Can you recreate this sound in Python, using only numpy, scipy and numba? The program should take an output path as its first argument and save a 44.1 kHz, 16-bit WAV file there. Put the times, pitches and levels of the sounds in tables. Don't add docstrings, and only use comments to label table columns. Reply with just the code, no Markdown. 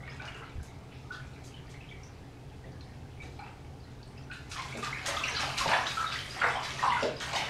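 import sys
import numpy as np
from scipy import signal
from scipy.fft import rfft, irfft
from scipy.io import wavfile
from numba import njit

SR = 44100
rng = np.random.default_rng(int(sys.argv[2]) if len(sys.argv) > 2 else 0)


def output_pcm(signal):
    pcm = np.clip(np.atleast_2d(signal).T, -1, 1) * 32767
    wavfile.write(sys.argv[1], SR, np.round(pcm).astype(np.int16))


N = 330428
T = np.arange(N) / SR
BINS = np.maximum(np.fft.rfftfreq(N, 1 / SR), 1)


def undb(db):
    return 10 ** (np.asarray(db) / 20)


def unit(x):
    return x / np.sqrt(np.mean(x ** 2))


def colour(x, points):
    hz, db = np.transpose(points)
    gain = undb(np.interp(np.log(BINS), np.log(hz), db))
    return irfft(rfft(x) * gain, N)


def add(out, s, x):
    i = int(np.clip(s * SR, 0, N - 1))
    out[i:i + len(x)] += x[:N - i]


@njit
def rings(size, starts, hz, cycles, gains, glide, swell):
    out = np.zeros(size)
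    for k in range(len(starts)):
        first, life = int(starts[k] * SR), cycles[k] * SR / hz[k]
        z = gains[k] + 0j
        p = np.exp((2j * np.pi * hz[k] / SR) - np.log(1000) / life)
        bend = np.exp(2j * np.pi * hz[k] / SR * glide / life)
        for i in range(first, min(size, first + int(life))):
            out[i] += z.imag * min(1., (i - first) * hz[k] / SR / swell)
            z *= p
            p *= bend
    return out


def patter(count, low_hz, high_hz, cycles, scatter_db, glide=0.25, swell=2.26, largest=3.95):
    when, pitch, life, size = rng.random((count, 4)).T
    hz = np.minimum(low_hz * (high_hz / low_hz) ** pitch, SR * .45)
    sizes = undb(scatter_db * np.minimum(-np.log(1 - size), largest)) * hz / high_hz
    return rings(N, when * N / SR, hz, cycles * (0.77 + life), sizes, glide, swell)


def clumps(depth_db, rate=22):
    knots = rng.standard_normal(400)
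    return unit(undb(depth_db * np.interp(T * rate, np.arange(len(knots)), knots)))


BUBBLE_HZ = 1500
BUBBLE_RISE_S, BUBBLE_T60_S, BUBBLE_SHORTEN = 0.0091, 0.032, 0.35
WOBBLE_RATE, WOBBLE = 264, 0.034


def bubble(hz, glide=0.18):
    age = T[:SR // 16]
    scale = (BUBBLE_HZ / hz) ** BUBBLE_SHORTEN
    life = BUBBLE_T60_S * scale
    wobble = np.interp(age * WOBBLE_RATE / scale, np.arange(64), rng.standard_normal(64))
    pitch = hz * (1 + glide * np.minimum(age / life, 1) + WOBBLE / scale * wobble)
    rise = np.sin(np.pi / 2 * np.minimum(age / (BUBBLE_RISE_S * scale), 1)) ** 2
    decay = np.exp(-np.log(1000) * age / life)
    return rise * decay * np.sin(2 * np.pi * np.cumsum(pitch) / SR)


# (time [s], starting pitch [Hz], level before gain and pitch weighting [dB])
BUBBLE_EVENTS = [(.031, 2060, -39), (.074, 1775, -37), (0.073, 2250, -40), (0.096, 4780, -43.5),
                 (0.196, 1486, -32), (.2, 2230, -33), (.258, 1375, -36.5), (.264, 647, -40.5),
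                 (.277, 2620, -35.5), (.279, 2080, -47), (.345, 2640, -37.5), (.385, 2620, -50),
                 (0.419, 1307, -38), (.494, 2300, -50), (1.104, 1407, -28), (1.135, 1410, -44),
                 (1.177, 1400, -41), (1.143, 3380, -41), (1.539, 2890, -40.5), (1.739, 2116, -43),
                 (1.804, 2440, -41.5), (1.886, 3180, -41.5), (1.909, 2200, -40), (1.972, 2000, -49),
                 (2.032, 5480, -43), (2.639, 1860, -44.5), (2.806, 3960, -44.5), (3.2, 2125, -36),
                 (3.22, 3830, -47), (3.388, 805, -36.5), (3.39, 2235, -40), (3.39, 4120, -47),
                 (3.42, 757, -37.5), (3.433, 2540, -46), (3.475, 2590, -46), (3.801, 4650, -51),
                 (3.838, 3960, -51), (4.027, 4380, -46), (4.073, 8300, -56), (4.173, 2580, -46),
                 (4.176, 5000, -47.5), (4.298, 1446, -35), (4.31, 2640, -35.5), (4.314, 1478, -32.5),
                 (4.365, 1484, -39), (4.33, 8250, -51), (4.337, 4000, -47), (4.516, 1320, -37),
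                 (4.578, 983, -30), (4.595, 2114, -32), (4.722, 2150, -31), (4.825, 1156, -29),
                 (4.872, 1146, -33), (4.926, 2022, -21.5), (5.082, 1000, -31), (5.166, 1168, -23),
                 (5.166, 3210, -25.5), (5.203, 1155, -40), (5.234, 2610, -20.5), (5.237, 2295, -23),
                 (5.275, 2080, -29), (5.236, 5450, -33), (5.28, 5830, -27), (5.346, 1590, -29.5),
                 (5.364, 4000, -25), (5.39, 1193, -26.5), (5.399, 2470, -27.5), (5.435, 750, -27.5),
                 (5.607, 1030, -20.5), (5.654, 838, -20), (5.727, 950, -17), (5.733, 1736, -18.5),
                 (5.831, 1666, -25), (5.864, 3480, -27), (5.869, 3710, -26.5), (5.969, 1282, -19),
                 (5.999, 1285, -28), (6.04, 1256, -23.5), (6.065, 3830, -27), (6.154, 1890, -26.5),
                 (6.186, 2890, -27.5), (6.306, 4560, -33), (6.438, 1954, -21), (6.442, 700, -22.5),
                 (6.555, 3050, -29), (6.571, 965, -27.5), (6.79, 1870, -25.5), (6.833, 951, -17),
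                 (6.852, 1053, -19), (6.877, 996, -19.5), (6.905, 944, -25), (6.9, 2750, -27.5),
                 (6.92, 1966, -20.5), (6.942, 897, -24), (6.964, 1378, -22.5), (7.024, 571, -18),
                 (7.026, 2670, -31), (7.06, 445, -25.5), (7.164, 4850, -35.5), (7.348, 762, -23),
                 (7.356, 2880, -23.5), (7.359, 3630, -28), (7.375, 2255, -25.5)]


def bubbles(count=5, gain_db=3, shed_db=-12, shed_s=.055, shed_octaves=0.342):
    out = np.zeros(N)
    for s, hz, db in BUBBLE_EVENTS:
        size = undb(db + gain_db) * (hz / BUBBLE_HZ) ** 0.095
        add(out, s, size * bubble(hz))
        for lag, up, down in rng.random((count, 3)):
            shed_hz = hz * 2 ** (shed_octaves * (up - down))
            add(out, s + shed_s * lag, size * undb(shed_db) * bubble(shed_hz))
    return out


# (time [s], level [dB], middle pitch [Hz], pitch range [+- octaves], length [s])
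GURGLE_EVENTS = [(.002, -57, 590, 0.41, .05), (0.215, -48.5, 1190, 1.26, 0.046),
                 (.275, -50.5, 2180, 0.64, 0.035), (0.344, -52, 1510, 1.08, 0.12),
                 (.347, -52, 403, .6, .04), (0.912, -60, 2860, 0.83, 0.082),
                 (1.12, -54.5, 4100, 0.42, 0.037), (1.808, -63, 2400, 0.58, 0.14),
                 (2.646, -51.5, 497, 1.6, 0.056), (3.235, -51, 298, 1.6, 0.069),
                 (3.391, -51, 1110, 0.82, 0.04), (3.46, -54.5, 1360, 1.1, 0.037),
                 (4.559, -44, 1244, 0.83, 0.049), (4.74, -44, 425, 2.03, 0.084),
                 (4.831, -42, 1410, 0.95, 0.062), (5.079, -39.5, 866, 1.52, .06),
                 (5.347, -37.5, 4150, 0.72, 0.044), (5.388, -44, 1690, 1.1, 0.036),
                 (5.431, -39.5, 773, 0.75, .04), (5.653, -34, 692, 0.78, .035),
                 (5.661, -49, 213, 0.53, 0.074), (5.686, -33, 1250, 1.17, 0.04),
                 (5.715, -27.5, 1300, 1.49, .04), (5.991, -43, 1160, 0.61, 0.052),
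                 (6.414, -28.5, 1480, 0.46, 0.032), (6.419, -37, 699, 1.14, 0.059),
                 (6.433, -28.5, 1326, 0.86, 0.039), (6.533, -39.5, 985, 0.88, 0.12),
                 (6.827, -28.5, 986, 0.44, 0.044), (7.023, -33.5, 589, 0.7, 0.034),
                 (7.026, -35, 322, 0.83, 0.028), (7.203, -42, 1670, 0.59, 0.046),
                 (7.332, -35.5, 767, 0.41, 0.049)]


def gurgles(count=64, cycles=14.9, scatter_db=5.0, glide=0.24, swell=1.64):
    out = np.zeros(N)
    for s, db, hz, octaves, length in GURGLE_EVENTS:
        order = (np.arange(count) + rng.random(count)) / (count + 1)
        delay = length * -np.log(1 - order) / 2
        pitch = hz * 2 ** (octaves * (rng.random(count) - rng.random(count)))
        pitch = np.minimum(pitch, SR / 4)
        sizes = undb(scatter_db * rng.standard_normal(count)) * np.exp(-delay / length / 2)
        cloud = rings(SR // 2, delay, pitch, cycles * (.5 + rng.random(count)), sizes, glide, swell)
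        add(out, s, cloud * undb(db) * np.sqrt(length * SR / np.sum(cloud ** 2)))
    return out


SLAP_RISE_S, SLAP_S = 0.011, 0.03
# (frequency [Hz], relative level [dB])
DROP_SPECTRUM = [(300, -21), (1000, -1.5), (2500, 1.5), (4000, 0.5), (6000, -5), (8500, -51), (12000, -45),
                 (15500, -60)]
MIST_SPECTRUM = [(2000, -27), (4500, -2), (6500, 1), (8500, -4), (12000, -14.5), (15500, -35)]
# (time [s], level [dB], fine mist relative to the drops [dB])
SLAP_EVENTS = [(.248, -56, -5), (.354, -64, 1), (.624, -65, 7), (1.116, -50.5, -11), (1.434, -60.5, 8.5),
               (1.69, -60, 1), (3.214, -51, -12), (4.318, -51.5, -8), (4.492, -50.5, 0), (4.512, -44, -9),
               (4.56, -40.5, -20), (4.764, -62, 11), (4.821, -41, -7), (5.053, -32.5, -2.5),
               (5.39, -34.5, -9), (5.569, -33, -4.5), (5.689, -41, -11), (5.854, -32.5, -27),
               (6.112, -33.5, -31), (6.627, -36.5, -12), (6.779, -56, 4), (7.018, -53, -19),
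               (7.203, -35, -11.5), (7.35, -45, 2.5)]


def spray():
    drop_flow, mist_flow = np.zeros(N), np.zeros(N)
    age = T[:SR // 2]
    shape = np.minimum(age / SLAP_RISE_S, 1) * np.exp(-(age / SLAP_S) ** 2 / 2)
    for s, db, mist_db in SLAP_EVENTS:
        add(drop_flow, s, undb(db) * shape)
        add(mist_flow, s, undb(db + mist_db) * shape)
    drops = patter(count=15000, low_hz=631, high_hz=15470, cycles=23, scatter_db=4.0, swell=4.3, largest=3.2)
    mist = patter(count=50000, low_hz=3400, high_hz=17600, cycles=36, scatter_db=0.0)
    return drop_flow * unit(colour(drops, DROP_SPECTRUM)) + mist_flow * unit(colour(mist, MIST_SPECTRUM))


# (time [s], level before gain [dB], pitch about which the noise band lies [Hz])
TICK_EVENTS = [(0.075, -40, 2450), (.22, -45, 4470), (.253, -45, 5000), (.276, -40, 2470),
               (.345, -53, 6000), (.63, -49, 8700), (1.121, -49, 4500), (1.74, -48, 2420),
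               (2.032, -51, 5500), (2.808, -51, 4200), (3.389, -50, 3000), (4.029, -52, 4500),
               (3.463, -45, 1800), (4.314, -41, 3000), (4.515, -32.5, 5000), (4.62, -35.5, 5040),
               (4.772, -42, 7500), (4.845, -31.5, 4450), (5.061, -33, 6500), (5.084, -32, 3500),
               (5.405, -33, 5000), (5.584, -24, 4500), (5.678, -26.5, 3980), (5.734, -35, 3470),
               (5.867, -34, 4380), (6.12, -39, 4140), (6.188, -29.5, 3470), (6.418, -22, 2030),
               (6.629, -41, 5000), (6.705, -31, 4700), (6.787, -39, 5000), (6.858, -28.5, 1380),
               (6.966, -28, 1600), (7.029, -30.5, 4530), (7.201, -32, 5000), (7.331, -31, 4830),
               (7.361, -29, 3960)]


def ticks(count=4, gain_db=-10, peak_s=0.0015, rebound_db=-11, rebound_s=.035):
    out = np.zeros(N)
    age = T[:SR // 50]
    shape = age / peak_s * np.exp(1 - age / peak_s)
    for s, db, hz in TICK_EVENTS:
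        band = signal.butter(3, [hz / 2, min(hz * 1.31, SR * .45)], "band", fs=SR, output="sos")
        noise = unit(signal.sosfilt(band, rng.standard_normal((count + 1, len(age)))))
        cracks = noise * shape * undb(db + gain_db)
        add(out, s, cracks[0])
        for crack, lag in zip(cracks[1:], rng.random(count)):
            add(out, s + rebound_s * lag, crack * undb(rebound_db))
    return out


FOAM_S = 0.13
# (frequency [Hz], relative level [dB])
FOAM_SPECTRUM = [(2000, -24), (4000, -0.5), (6500, -3.5), (9000, -10), (12000, -15.5), (15500, -35)]


def foam(gain_db=-22.0):
    froth = np.zeros(N)
    age = T[:2 * SR]
    for s, db, mist_db in SLAP_EVENTS:
        add(froth, s, undb(db + gain_db) ** 2 * np.minimum(age / SLAP_S, 1) * np.exp(-age / FOAM_S))
    pops = patter(count=24000, low_hz=3570, high_hz=15000, cycles=15, scatter_db=0, swell=2.0)
    return np.sqrt(froth) * unit(colour(pops, FOAM_SPECTRUM)) * clumps(depth_db=1.5)


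DRAW_BACK_DB, SLAP_LULL_S, GURGLE_LULL_S = -3, 0.11, 0.24


def lulls():
    ebb = np.zeros(N)
    for table, length in ((SLAP_EVENTS, SLAP_LULL_S), (GURGLE_EVENTS, GURGLE_LULL_S)):
        for row in table:
            add(ebb, row[0] - length * 0.97, np.hanning(int(length * SR)))
    return undb(DRAW_BACK_DB * np.minimum(ebb, 1))


# (frequency [Hz], relative level [dB])
CHURN_SPECTRUM = [(150, -5.5), (400, -8), (800, -2), (1300, -1.5), (2200, -1.5), (3500, -10.5), (6000, -22)]
TRICKLE_SPECTRUM = [(1000, -65), (2500, 1.5), (4200, 0), (6000, -6.5), (8500, -13.5), (12000, -27),
                    (15500, -40)]
# (time [s], level before the churn and trickle gains [dB])
STIR_LEVEL = [(4.45, -58), (4.59, -52.5), (4.69, -48), (4.9, -48.5), (5.26, -39.5), (5.45, -41),
              (5.53, -40.5), (5.65, -34.5), (5.79, -39), (6.24, -49), (6.38, -40), (6.49, -40), (6.61, -46),
              (6.9, -39), (7.03, -39.5), (7.15, -53), (7.27, -40.5), (7.41, -39.5), (7.49, -45.5)]


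def stirring(churn_db=1.5, trickle_db=-3.5):
    stir = lulls() * undb(np.interp(T, *np.transpose(STIR_LEVEL), left=-np.inf))
    large = patter(count=12000, low_hz=166.6, high_hz=4996, cycles=19.6, scatter_db=4, largest=3.8)
    small = patter(count=16000, low_hz=1764, high_hz=16350, cycles=25.0, scatter_db=5.0, largest=3.5, swell=3.6)
    churn = unit(colour(large, CHURN_SPECTRUM)) * undb(churn_db) * clumps(depth_db=1.0)
    trickle = unit(colour(small, TRICKLE_SPECTRUM)) * undb(trickle_db) * clumps(depth_db=0.5)
    return stir * (churn + trickle)


# (time [s], level before the churn and trickle gains [dB])
LAP_LEVEL = [(0.0, -53), (0.32, -54.5), (0.76, -60.5), (1.35, -57.5), (2.4, -64), (3.47, -59), (3.63, -65),
             (4.28, -59.5), (4.45, -57.5)]


def lapping(churn_db=-3, trickle_db=-10.5):
    lap = undb(np.interp(T, *np.transpose(LAP_LEVEL), right=-np.inf))
    large = patter(count=18000, low_hz=176.7, high_hz=4880, cycles=18.7, scatter_db=6.0)
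    small = patter(count=14000, low_hz=1773, high_hz=15600, cycles=16, scatter_db=8.0)
    churn = unit(colour(large, CHURN_SPECTRUM)) * undb(churn_db)
    trickle = unit(colour(small, TRICKLE_SPECTRUM)) * undb(trickle_db)
    return lap * (churn + trickle)


# (time [s], pitch [Hz], level at the onset [dB])
THUD_EVENTS = [(0.554, 62, -31.5), (0.582, 76, -27.5), (0.61, 70.6, -35), (3.184, 85, -39),
               (3.235, 80, -37), (5.073, 73.4, -42), (5.594, 51, -40), (5.672, 140, -28)]


def thuds(cycles=12.):
    s, hz, db = np.transpose(THUD_EVENTS)
    return rings(N, s, hz, np.full(len(s), cycles), undb(db), 0., 0.057)


BUILD_S = .003


def bathroom(x, direct_db, wet_db, count=4, t60_low=0.39, t60_high=0.25, roam_hz=2.3):
    age = T[:SR]
    low_pass = signal.butter(2, 3000, fs=SR, output="sos")
    high_pass = signal.butter(2, 3000, "high", fs=SR, output="sos")
    out = undb(direct_db) * x
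    for spot in range(count):
        low = signal.sosfilt(low_pass, rng.standard_normal(SR))
        high = signal.sosfilt(high_pass, rng.standard_normal(SR))
        tail = low * np.exp(-np.log(1000) * age / t60_low) + high * np.exp(-np.log(1000) * age / t60_high)
        tail *= 1 - np.exp(-age / BUILD_S)
        share = np.maximum(np.cos(2 * np.pi * (roam_hz * T - spot / count)), 0)
        out = out + undb(wet_db) * signal.fftconvolve(x * share, tail / np.linalg.norm(tail))[:N]
    return out


# (frequency [Hz], relative level [dB])
AIR_SPECTRUM = [(20, -10.5), (35, -7), (59, 0), (100, -26), (129, 0.5), (200, -9.5), (320, -18),
                (550, -19.5), (800, -22.5), (1200, -25), (2400, -31.5), (5000, -33.5), (10000, -43),
                (15500, -53.5)]
# (frequency [Hz], offset at which the amplitude halves [Hz], level [dB])
RESONANCES = [(46.6, 12, -79), (78, 3.7, -66.5), (82, 16, -53), (134.4, 4.3, -54), (234, 6.9, -65),
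              (275, 20, -60.5), (405, 90, -59.5), (772, 155, -62)]


def fan(air_db=-51.5, mains_db=-54, mains_hz=120):
    out = unit(colour(rng.standard_normal(N), AIR_SPECTRUM)) * undb(air_db)
    for hz, width, db in RESONANCES:
        spectrum = rfft(rng.standard_normal(N)) / (1 + ((BINS - hz) / width) ** 2)
        out += undb(db) * unit(irfft(spectrum, N))
    return out + undb(mains_db) * np.sqrt(2) * np.sin(2 * np.pi * mains_hz * T)


def scene():
    clear = bathroom(bubbles() + ticks() + foam(), direct_db=5.0, wet_db=4.0)
    splashes = bathroom(gurgles() + spray() + lapping() + stirring(), direct_db=-3.5, wet_db=-1.23)
    return (clear + splashes + thuds() + fan())[None]


def record(dry, top_hz=15650):
    return signal.sosfilt(signal.ellip(10, .2, 80, top_hz, fs=SR, output="sos"), dry)


dry = scene()
out = record(dry)
output_pcm(out)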